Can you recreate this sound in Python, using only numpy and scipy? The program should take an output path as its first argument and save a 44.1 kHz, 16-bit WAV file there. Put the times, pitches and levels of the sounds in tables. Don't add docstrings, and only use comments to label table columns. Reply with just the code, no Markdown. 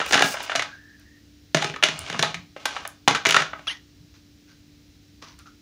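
import sys
import numpy as np
from scipy import signal
from scipy.fft import rfft, irfft
from scipy.io import wavfile
from scipy.ndimage import uniform_filter1d

SR = 44100
rng = np.random.default_rng(int(sys.argv[2]) if len(sys.argv) > 2 else 0)


def output_pcm(signal):
    pcm = np.clip(np.atleast_2d(signal).T, -1, 1) * 32767
    wavfile.write(sys.argv[1], SR, np.round(pcm).astype(np.int16))


N = 247422

# (frequency [Hz], level [dB])
HUM_LINES = [(97.6, -62.5), (151, -71), (244.8, -77), (293.7, -59.5), (343, -75.5), (440.7, -80.5),
             (3769, -85), (4015, -76)]
HISS_COLOUR = [(25, -16.5), (55, -9), (90, -1.5), (180, -0.5), (300, -5), (450, -14.5), (1000, -25),
               (1700, -19.5), (5500, -17), (7000, -23), (8000, -30), (13800, -35), (15000, -23.5),
               (16000, -34.5)]
# (frequency [Hz], t60 [s])
ROOM_DECAY = [(100, 0.49), (260, 0.34), (700, 0.3), (1840, 0.28), (4850, 0.31), (12800, 0.12)]
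# (start [s], length [s], first pitch [Hz], level [dB], share of broad hiss [0-1])
FINGER_RUBS = [(.68, 0.074, 1584, -45.5, 0.2), (0.762, 0.19, 1693, -53.5, .08),
               (0.979, 0.053, 1650, -54.5, 0.4), (1.051, .13, 1810, -60, 0.05),
               (3.715, 0.042, 1877, -44.5, 0.45), (4.135, .025, 1400, -56, 1),
               (4.475, .045, 1520, -53.5, 0.62), (5.215, .035, 1144, -43.5, 0.55),
               (5.268, .06, 1020, -51, 0.67), (5.385, 0.012, 1310, -46, 0.45),
               (5.455, .02, 1356, -45.5, 0.32)]
# (start [s], length [s], first pitch [Hz], last pitch [Hz], level [dB], jitter [0-1])
FINGER_SLIPS = [(3.67, 0.0087, 1284, 1442, -32, 0.05), (3.677, 0.007, 3410, 3180, -22.5, 0.03),
                (3.694, .023, 921, 1026, -32, 0.07)]
# (frequency [Hz], level [dB])
SKIN_COLOUR = [(200, -22), (400, -9.5), (650, -6), (1300, -0.5), (3400, -2.5), (6000, -1), (8000, -24),
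               (16000, -28)]
SQUEAK_PARTIALS = [(900, -30), (1300, 12.5), (2000, 7), (3100, 12.5), (4000, -4), (5700, -20), (7000, -42)]
RASP_COLOUR = [(400, -5.5), (1300, 3.5), (4000, 2), (6500, -1.5), (7600, -46.5), (9000, -4.5),
               (11000, -14.5), (12200, -35), (16000, -45.5)]
# (time [s], level [dB])
PLASTIC_TICKS = [(0.062, -40), (0.222, -34.5), (0.43, -42), (0.997, -58.5), (1.991, -32.5), (2.657, -32.5),
                 (2.876, -34), (3.29, -32.5), (3.308, -31), (5.39, -52.5)]
# (start [s], length [s], pitch [Hz], level [dB])
RIM_DRAGS = [(.555, 0.039, 150.1, -43), (1.89, .08, 161.5, -44.5), (1.98, 0.07, 102, -45.5),
             (2.135, .03, 211.5, -34.5), (2.235, .04, 161, -43), (2.335, .05, 160, -40.5),
             (3.99, 0.035, 149, -48)]
# (start [s], length [s], level [dB])
EDGE_SWEEPS = [(.07, 0.092, -39), (.23, 0.11, -33), (.42, 0.028, -39)]
SLIDE_PUSHES = [(0, .12, -34.5), (.135, .125, -26), (.27, .21, -36), (.495, .02, -31), (.56, 0.066, -44),
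                (1.55, .12, -31), (1.835, .035, -29.5), (1.88, .16, -38), (2.05, 0.25, -36),
                (2.56, .3, -47.5), (2.68, 0.11, -37.5), (3.25, .03, -28.5), (3.335, .07, -26),
                (3.54, .12, -55)]
# (frequency [Hz], level [dB])
TICK_COLOUR = [(2000, -24), (5000, -4), (7000, -1.5), (10000, 2), (13000, -11), (15500, -2.5)]
SWEEP_COLOUR = [(2000, -18), (5000, 11.5), (7000, 8), (10000, 1.5), (13000, -7), (15500, 5)]
STRIKE_COLOUR = [(100, -9), (160, -2), (220, -3.5), (350, -5), (500, -4), (800, 0.5), (1500, -0.5),
                 (2800, 5), (4500, -2), (6700, -4), (7800, -11.5), (10800, -15.5), (12800, -31.5),
                 (15300, -24.5), (17000, -39)]
# (frequency [Hz], level [dB], t60 [s])
PANEL_MODES = [(279, -8, 0.15), (395, -13, 0.084), (580, -10, .07), (778, 12, 0.02), (820, -0.5, .09),
               (930, -11.5, .06), (1106, -7, .11), (1343.5, 5.5, 0.058), (1520, 1, 0.088), (1600, -4, 0.14),
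               (2114, -0.5, .06), (2860, -3.5, 0.099), (2930, -0.5, .05), (3400, 1, .04), (4115, -15, .04),
               (5110, -3, .04), (5900, -8.5, 0.1), (6200, -7, 0.01)]
SHELL_MODES = [(156.1, -5.5, 0.17), (287, -8, 0.062), (400, -4, 0.072), (651, 0.5, 0.074), (836, -2, .07),
               (1140, -19, .09), (1300, 3, .05), (1426, 8, 0.032), (1750, -1.5, 0.032), (2160, -11, .08),
               (2270, 2, .05), (2850, -2, 0.074), (3440, -4, 0.084), (3800, -6, .04), (3923, -7.5, .04),
               (4900, -14, 0.057), (5740, 4.5, .03), (6120, -3.5, 0.077)]
# (time [s], level [dB], relative thump [dB], edge sharpness [dB], hollow pitch [Hz], contact time [s])
PANEL_KNOCKS = [(0.001, -22.5, -9, -6, 1650, 0.0054), (0.014, -22, -22, -11.5, 1250, 0.0009),
                (0.063, -30.5, -12, -2, 2570, 0.0028), (0.109, -25.5, -6, 2.5, 1410, 0.0022),
                (0.1245, -21.5, -21, 7.5, 780, .0015), (0.131, -15.5, -8, 3.5, 1600, .0024),
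                (0.14, -15.5, -6.5, -11, 2030, 0.0031), (0.143, -15.5, -33, 4, 1280, 0.0013),
                (0.154, -19, 2, -2.5, 755, 0.0011), (0.176, -17, -20, -3, 1700, 0.0031),
                (0.193, -22, -11, 4.5, 1570, .0012), (0.207, -22, 2, -4, 1040, 0.0045),
                (0.222, -12, -15.5, -1.5, 750, 0.0018), (0.243, -30, 9, 11, 720, .0017),
                (0.341, -26.5, -38, -33, 680, 0.0088), (0.37, -32.5, -25, -14, 1590, 0.0022),
                (0.403, -30, -22, -4, 895, 0.0086), (0.496, -24.5, -42, -11, 1590, 0.0036),
                (0.517, -23.5, -35, -13, 1460, 0.004), (0.552, -20, -16, -4, 660, 0.0046),
                (0.558, -23, -13, 7.5, 1440, .002), (0.563, -28.5, -12, 0, 2240, .002),
                (0.594, -20.5, -18, -3, 2050, 0.0027), (0.622, -24.5, -20, 0.5, 1477, 0.0024),
                (2.563, -36.5, -6, -14.5, 560, 0.0041), (2.655, -19.5, -24, 2, 980, 0.0068),
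                (2.764, -26, -26, -13, 1070, .004), (2.851, -30, -38, -8, 980, 0.0067),
                (3.0765, -10, -8, -7.5, 850, 0.0018), (3.081, -11.5, -9, 1.5, 1076, 0.0018),
                (3.109, -23, 0, 0, 2130, .0013), (3.148, -19, -18.5, -0.5, 1300, 0.016)]
SHELL_KNOCKS = [(1.546, -16, -2, 2.5, 650, 0.0028), (1.57, -25, -11.5, 0.5, 1800, .002),
                (1.623, -22, -23, -1, 796, .003), (1.644, -27, 2, 4.5, 761, .003),
                (1.698, -34, -1.5, -1.5, 2625, .001), (1.739, -34, -6, -8.5, 1776, .005),
                (1.761, -32, -19, -5.5, 1220, .0045), (1.826, -17.5, -26.5, -7, 2570, 0.0023),
                (1.835, -13, -31, -3, 2685, .0018), (1.838, -18, -2.5, 7.5, 3100, .0013),
                (1.886, -27.5, -4.5, 3, 1900, .002), (2.099, -30.5, -5, 1.5, 1700, .0027),
                (2.127, -32.5, -4, -2, 2967, .0027), (2.144, -29.5, -4, -21, 1147, .008),
                (2.192, -23, -4, 5.5, 1500, .0032), (2.226, -21, -8.5, 8, 4020, .0016),
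                (2.231, -19, -6.5, -11.5, 813, .0025), (2.246, -29.5, 1, -4, 1764, .0016),
                (2.343, -29, -19, 0.5, 2050, 0.0058), (3.252, -22, -19.5, 2, 1120, .0014),
                (3.257, -15, -16.5, -6, 2037, .007), (3.268, -25.5, 6.5, 11, 1900, .0013),
                (3.29, -21.5, -13.5, 2, 2730, .002), (3.297, -22.5, -24.5, 0.5, 2170, .0023),
                (3.307, -18.5, -19.5, 5, 2890, .0028), (3.323, -23, -12, 5, 2000, .0024),
                (3.344, -13, -19, -4.5, 1370, .0015), (3.3645, -10, -16, -4.5, 1370, .0035),
                (3.404, -25.5, -8.5, 0, 1410, .0022), (3.42, -25, -8.5, -2, 1600, .0018),
                (3.532, -29, -21, -29, 1260, .0044), (3.592, -43, -19, -10, 735, .004),
                (5.224, -45, -3.5, 1, 1190, 0.0082)]
KNOCK_BANDS = [110, 450, 1800, 3800, 7000, 16000]


def gain_of(db):
    return 10 ** (np.asarray(db) / 20)


def unit_rms(x):
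    return x / np.sqrt(np.mean(x ** 2) + 1e-20)


def curve_at(points, hz):
    f, value = np.transpose(points)
    return np.interp(np.log(hz + 1), np.log(f + 1), value)


def add(mix, s, sound):
    part = mix[max(round(s * SR), 0):][:len(sound)]
    part += sound[:len(part)]


def coloured(x, points):
    log_gain = np.log(gain_of(curve_at(points, abs(np.fft.fftfreq(len(x), 1 / SR)))))
    minimum_phase = np.exp(np.conj(signal.hilbert(log_gain)))
    return np.fft.ifft(np.fft.fft(x) * minimum_phase).real


def drift(rate_hz):
    return unit_rms(irfft(rfft(rng.standard_normal(N)) * (np.fft.rfftfreq(N, 1 / SR) < rate_hz), N))


def stroke(length, db, attack_s, release_s, sag_db_per_s=0):
    t = np.arange(0, length + 7 * release_s, 1 / SR)
    hold = gain_of(db - sag_db_per_s * (t - length / 2))
    return np.minimum(t / attack_s, 1) * hold * np.exp(-np.maximum(t - length, 0) / release_s)


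def pushes(rows, attack_s, release_s, sag_db_per_s=0):
    power = np.zeros(N)
    for s, length, db in rows:
        add(power, s, stroke(length, db, attack_s, release_s, sag_db_per_s) ** 2)
    return np.sqrt(power)


def hollow_tone(hz, width_hz):
    noise = rng.standard_normal(SR) + 1j * rng.standard_normal(SR)
    slow = signal.sosfilt(signal.butter(2, width_hz, fs=SR, output="sos"), noise)[-len(hz):]
    return unit_rms((slow * np.exp(2j * np.pi * np.cumsum(hz) / SR)).real)


def background(waver=0.14, wander_rad=0.23, rumble_hz=66, rumble_db=-60.5, lumps_db=4, hiss_db=-57.5):
    t = np.arange(N) / SR
    hum = np.zeros(N)
    for hz, db in HUM_LINES:
        swell = 1 + waver * drift(7.7)
        hum += gain_of(db) * unit_rms(swell * np.sin(2 * np.pi * hz * t + wander_rad * drift(4)))
    rumble = ((drift(4.6) + 1j * drift(24)) * np.exp(2j * np.pi * rumble_hz * t)).real
    rumble *= gain_of(lumps_db * drift(18))
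    hiss = coloured(rng.standard_normal(N), HISS_COLOUR)
    return hum + gain_of(rumble_db) * unit_rms(rumble) + gain_of(hiss_db) * unit_rms(hiss)


def room_reverb(x, gap_s=0.0065, low_hz=110):
    hz, t, spectrum = signal.stft(rng.standard_normal(SR), SR, nperseg=256)
    decay = np.exp(-np.log(1000) * t / curve_at(ROOM_DECAY, hz)[:, None])
    tail = signal.istft(spectrum * decay, SR, nperseg=256)[1]
    tail *= np.clip(np.arange(len(tail)) / SR / gap_s - 1, 0, 1)
    tail = signal.sosfilt(signal.butter(2, low_hz, "high", fs=SR, output="sos"), tail)
    return signal.fftconvolve(x, tail / np.linalg.norm(tail))[:N]


def finger_rubs(width_hz=85, grain_db=3, rise_hz_per_s=300):
    out = np.zeros(N)
    hiss = unit_rms(coloured(rng.standard_normal(N) * gain_of(grain_db * drift(250)), SKIN_COLOUR))
    for s, length, hz, db, hiss_share in FINGER_RUBS:
        level = stroke(length, db, attack_s=0.0071, release_s=0.026, sag_db_per_s=16)
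        tone = hollow_tone(hz + rise_hz_per_s * np.arange(len(level)) / SR, width_hz)
        skin = np.roll(hiss, -round(s * SR))[:len(level)]
        add(out, s, level * ((1 - hiss_share) * tone + hiss_share * skin))
    return out


def finger_squeaks(rasp_db=-36):
    out = np.zeros(N)
    for s, length, first_hz, last_hz, db, jitter in FINGER_SLIPS:
        level = stroke(length, 0, attack_s=0.00097, release_s=0.011)
        glide = np.minimum(np.arange(len(level)) / SR / length, 1.5) ** 2
        hz = (first_hz + (last_hz - first_hz) * glide) * (1 + jitter * drift(860)[:len(level)])
        phase = 2 * np.pi * np.cumsum(hz) / SR
        partials = np.arange(1, SQUEAK_PARTIALS[-1][0] // first_hz + 1)
        tone = sum(gain_of(curve_at(SQUEAK_PARTIALS, k * first_hz)) * np.sin(k * phase) for k in partials)
        rasp = coloured(rng.standard_normal(len(hz)) * (1 + np.cos(phase)), RASP_COLOUR)
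        add(out, s, level * (gain_of(db) * unit_rms(tone) + gain_of(rasp_db) * unit_rms(rasp)))
    return out


def plastic_ticks(tick_s=0.0014):
    out, t = np.zeros(N), np.arange(SR // 20) / SR
    for s, db in PLASTIC_TICKS:
        tick = coloured(rng.standard_normal(len(t)) * np.exp(-t / tick_s), TICK_COLOUR)
        add(out, s, gain_of(db) * tick / tick[:SR // 100].std())
    return out


def rim_groans():
    out = np.zeros(N)
    for s, length, hz, db in RIM_DRAGS:
        level = stroke(length, db, attack_s=0.016, release_s=0.03)
        add(out, s, level * hollow_tone(np.full(len(level), hz), width_hz=22))
    return out


def edge_swish(grain_db=3):
    level = pushes(EDGE_SWEEPS, attack_s=0.0098, release_s=0.0079)
    hiss = coloured(rng.standard_normal(N), SWEEP_COLOUR)
    return level * unit_rms(hiss * gain_of(grain_db * drift(280)))


def plastic_ring(modes, crack_s, flutter_s=0.028, flutter_db=-17, modes_db=-20, spot_db=4, detune=0.021):
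    t = np.arange(6000) / SR
    fade = np.exp(-t / crack_s) + gain_of(flutter_db) * np.exp(-t / flutter_s)
    burst = rfft(rng.standard_normal(len(t)) * fade)
    burst /= np.sqrt(uniform_filter1d(abs(burst) ** 2, size=70))
    blur = coloured(irfft(burst), STRIKE_COLOUR) * (1 - t / t[-1]) ** 2
    blur = unit_rms(blur) * np.sqrt(np.mean(fade ** 2))
    hz, db, t60 = np.transpose(modes)[:, :, None]
    spot, grip, side = rng.standard_normal((3, *hz.shape))
    swing = np.sign(side) * gain_of(db + spot_db * spot) * np.exp(-np.log(1000) * t / t60)
    tones = swing * np.sin(2 * np.pi * hz * (1 + detune * grip) * t)
    return blur + gain_of(modes_db) * tones.sum(0)


def slides(catches_per_s=300, spread_db=2.5, grit_db=-30, trim_db=-1.5, band_hz=(220, 7500)):
    chatter = np.zeros(N)
    spots = [PANEL_MODES, SHELL_MODES] * 2
    for modes in spots:
        size = gain_of(spread_db * np.minimum(rng.exponential(1, N), 2))
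        catches = size * (rng.random(N) < catches_per_s / len(spots) / SR)
        grit = gain_of(grit_db) * rng.standard_normal(N)
        chatter += signal.oaconvolve(catches + grit, plastic_ring(modes, crack_s=0.00093))[:N]
    chatter = signal.sosfilt(signal.butter(2, band_hz, "band", fs=SR, output="sos"), chatter)
    level = gain_of(trim_db) * pushes(SLIDE_PUSHES, attack_s=0.01, release_s=0.028, sag_db_per_s=7)
    return level * chatter / np.sqrt(uniform_filter1d(chatter ** 2, size=2000))


def knocks(rows, modes, trim_db=0, table_db=-1, settle_s=0.013, hollow=1.5, overtone=0.22):
    out, attack = np.zeros(N), SR // 100
    bands = zip(KNOCK_BANDS, KNOCK_BANDS[1:])
    filters = [signal.butter(4, edges, "band", fs=SR, output="sos") for edges in bands]
    rests = np.abs(np.diff(np.transpose(rows)[0], prepend=-1))
    for (s, db, thump_db, sharp_db, hz, contact_s), rest in zip(rows, rests):
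        blow = plastic_ring(modes, contact_s)
        blow += hollow * signal.lfilter(*signal.iirpeak(hz, Q=5, fs=SR), blow)
        blow += overtone * signal.lfilter(*signal.iirpeak(min(3.5 * hz, SR / 3), Q=9, fs=SR), blow)
        weight = 1 - np.exp(-(rest / settle_s) ** 0.5)
        thump = weight * gain_of(thump_db + table_db)
        spot_db = 4.5 * np.tanh(4 * np.log2(hz / 1750))
        tilt = gain_of(0.5 + 0.25 * sharp_db + spot_db)
        clack = 1 / np.hypot(1, tilt)
        bright = clack * tilt
        glare, snap = gain_of(sharp_db - 9), gain_of(sharp_db - 20)
        for sos, share in zip(filters, (thump, clack, bright, glare, snap)):
            band = signal.sosfilt(sos, blow)
            add(out, s, gain_of(db + trim_db) * share * band / band[:attack].std())
    return out


def scene(table_delay_s=0.0017, reverb_db=-11, finger_send_db=-9.5):
    clatter = knocks(PANEL_KNOCKS, PANEL_MODES, trim_db=-1) + knocks(SHELL_KNOCKS, SHELL_MODES)
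    clatter += slides() + edge_swish() + rim_groans() + plastic_ticks()
    reflection = np.interp(np.arange(N) - table_delay_s * SR, np.arange(N), clatter, left=0)
    clatter = 0.92 * (clatter + 0.14 * reflection)
    fingers = finger_squeaks() + finger_rubs()
    reverb = gain_of(reverb_db) * room_reverb(clatter + gain_of(finger_send_db) * fingers)
    return (clatter + fingers + reverb + background())[None]


def record(dry):
    limited = dry / (1 + dry ** 6) ** (1 / 6)
    lowpass = signal.firwin(255, cutoff=15700, window=("kaiser", 8), fs=SR)
    return signal.oaconvolve(limited, lowpass[None], "same")


dry = scene()
out = record(dry)
output_pcm(out)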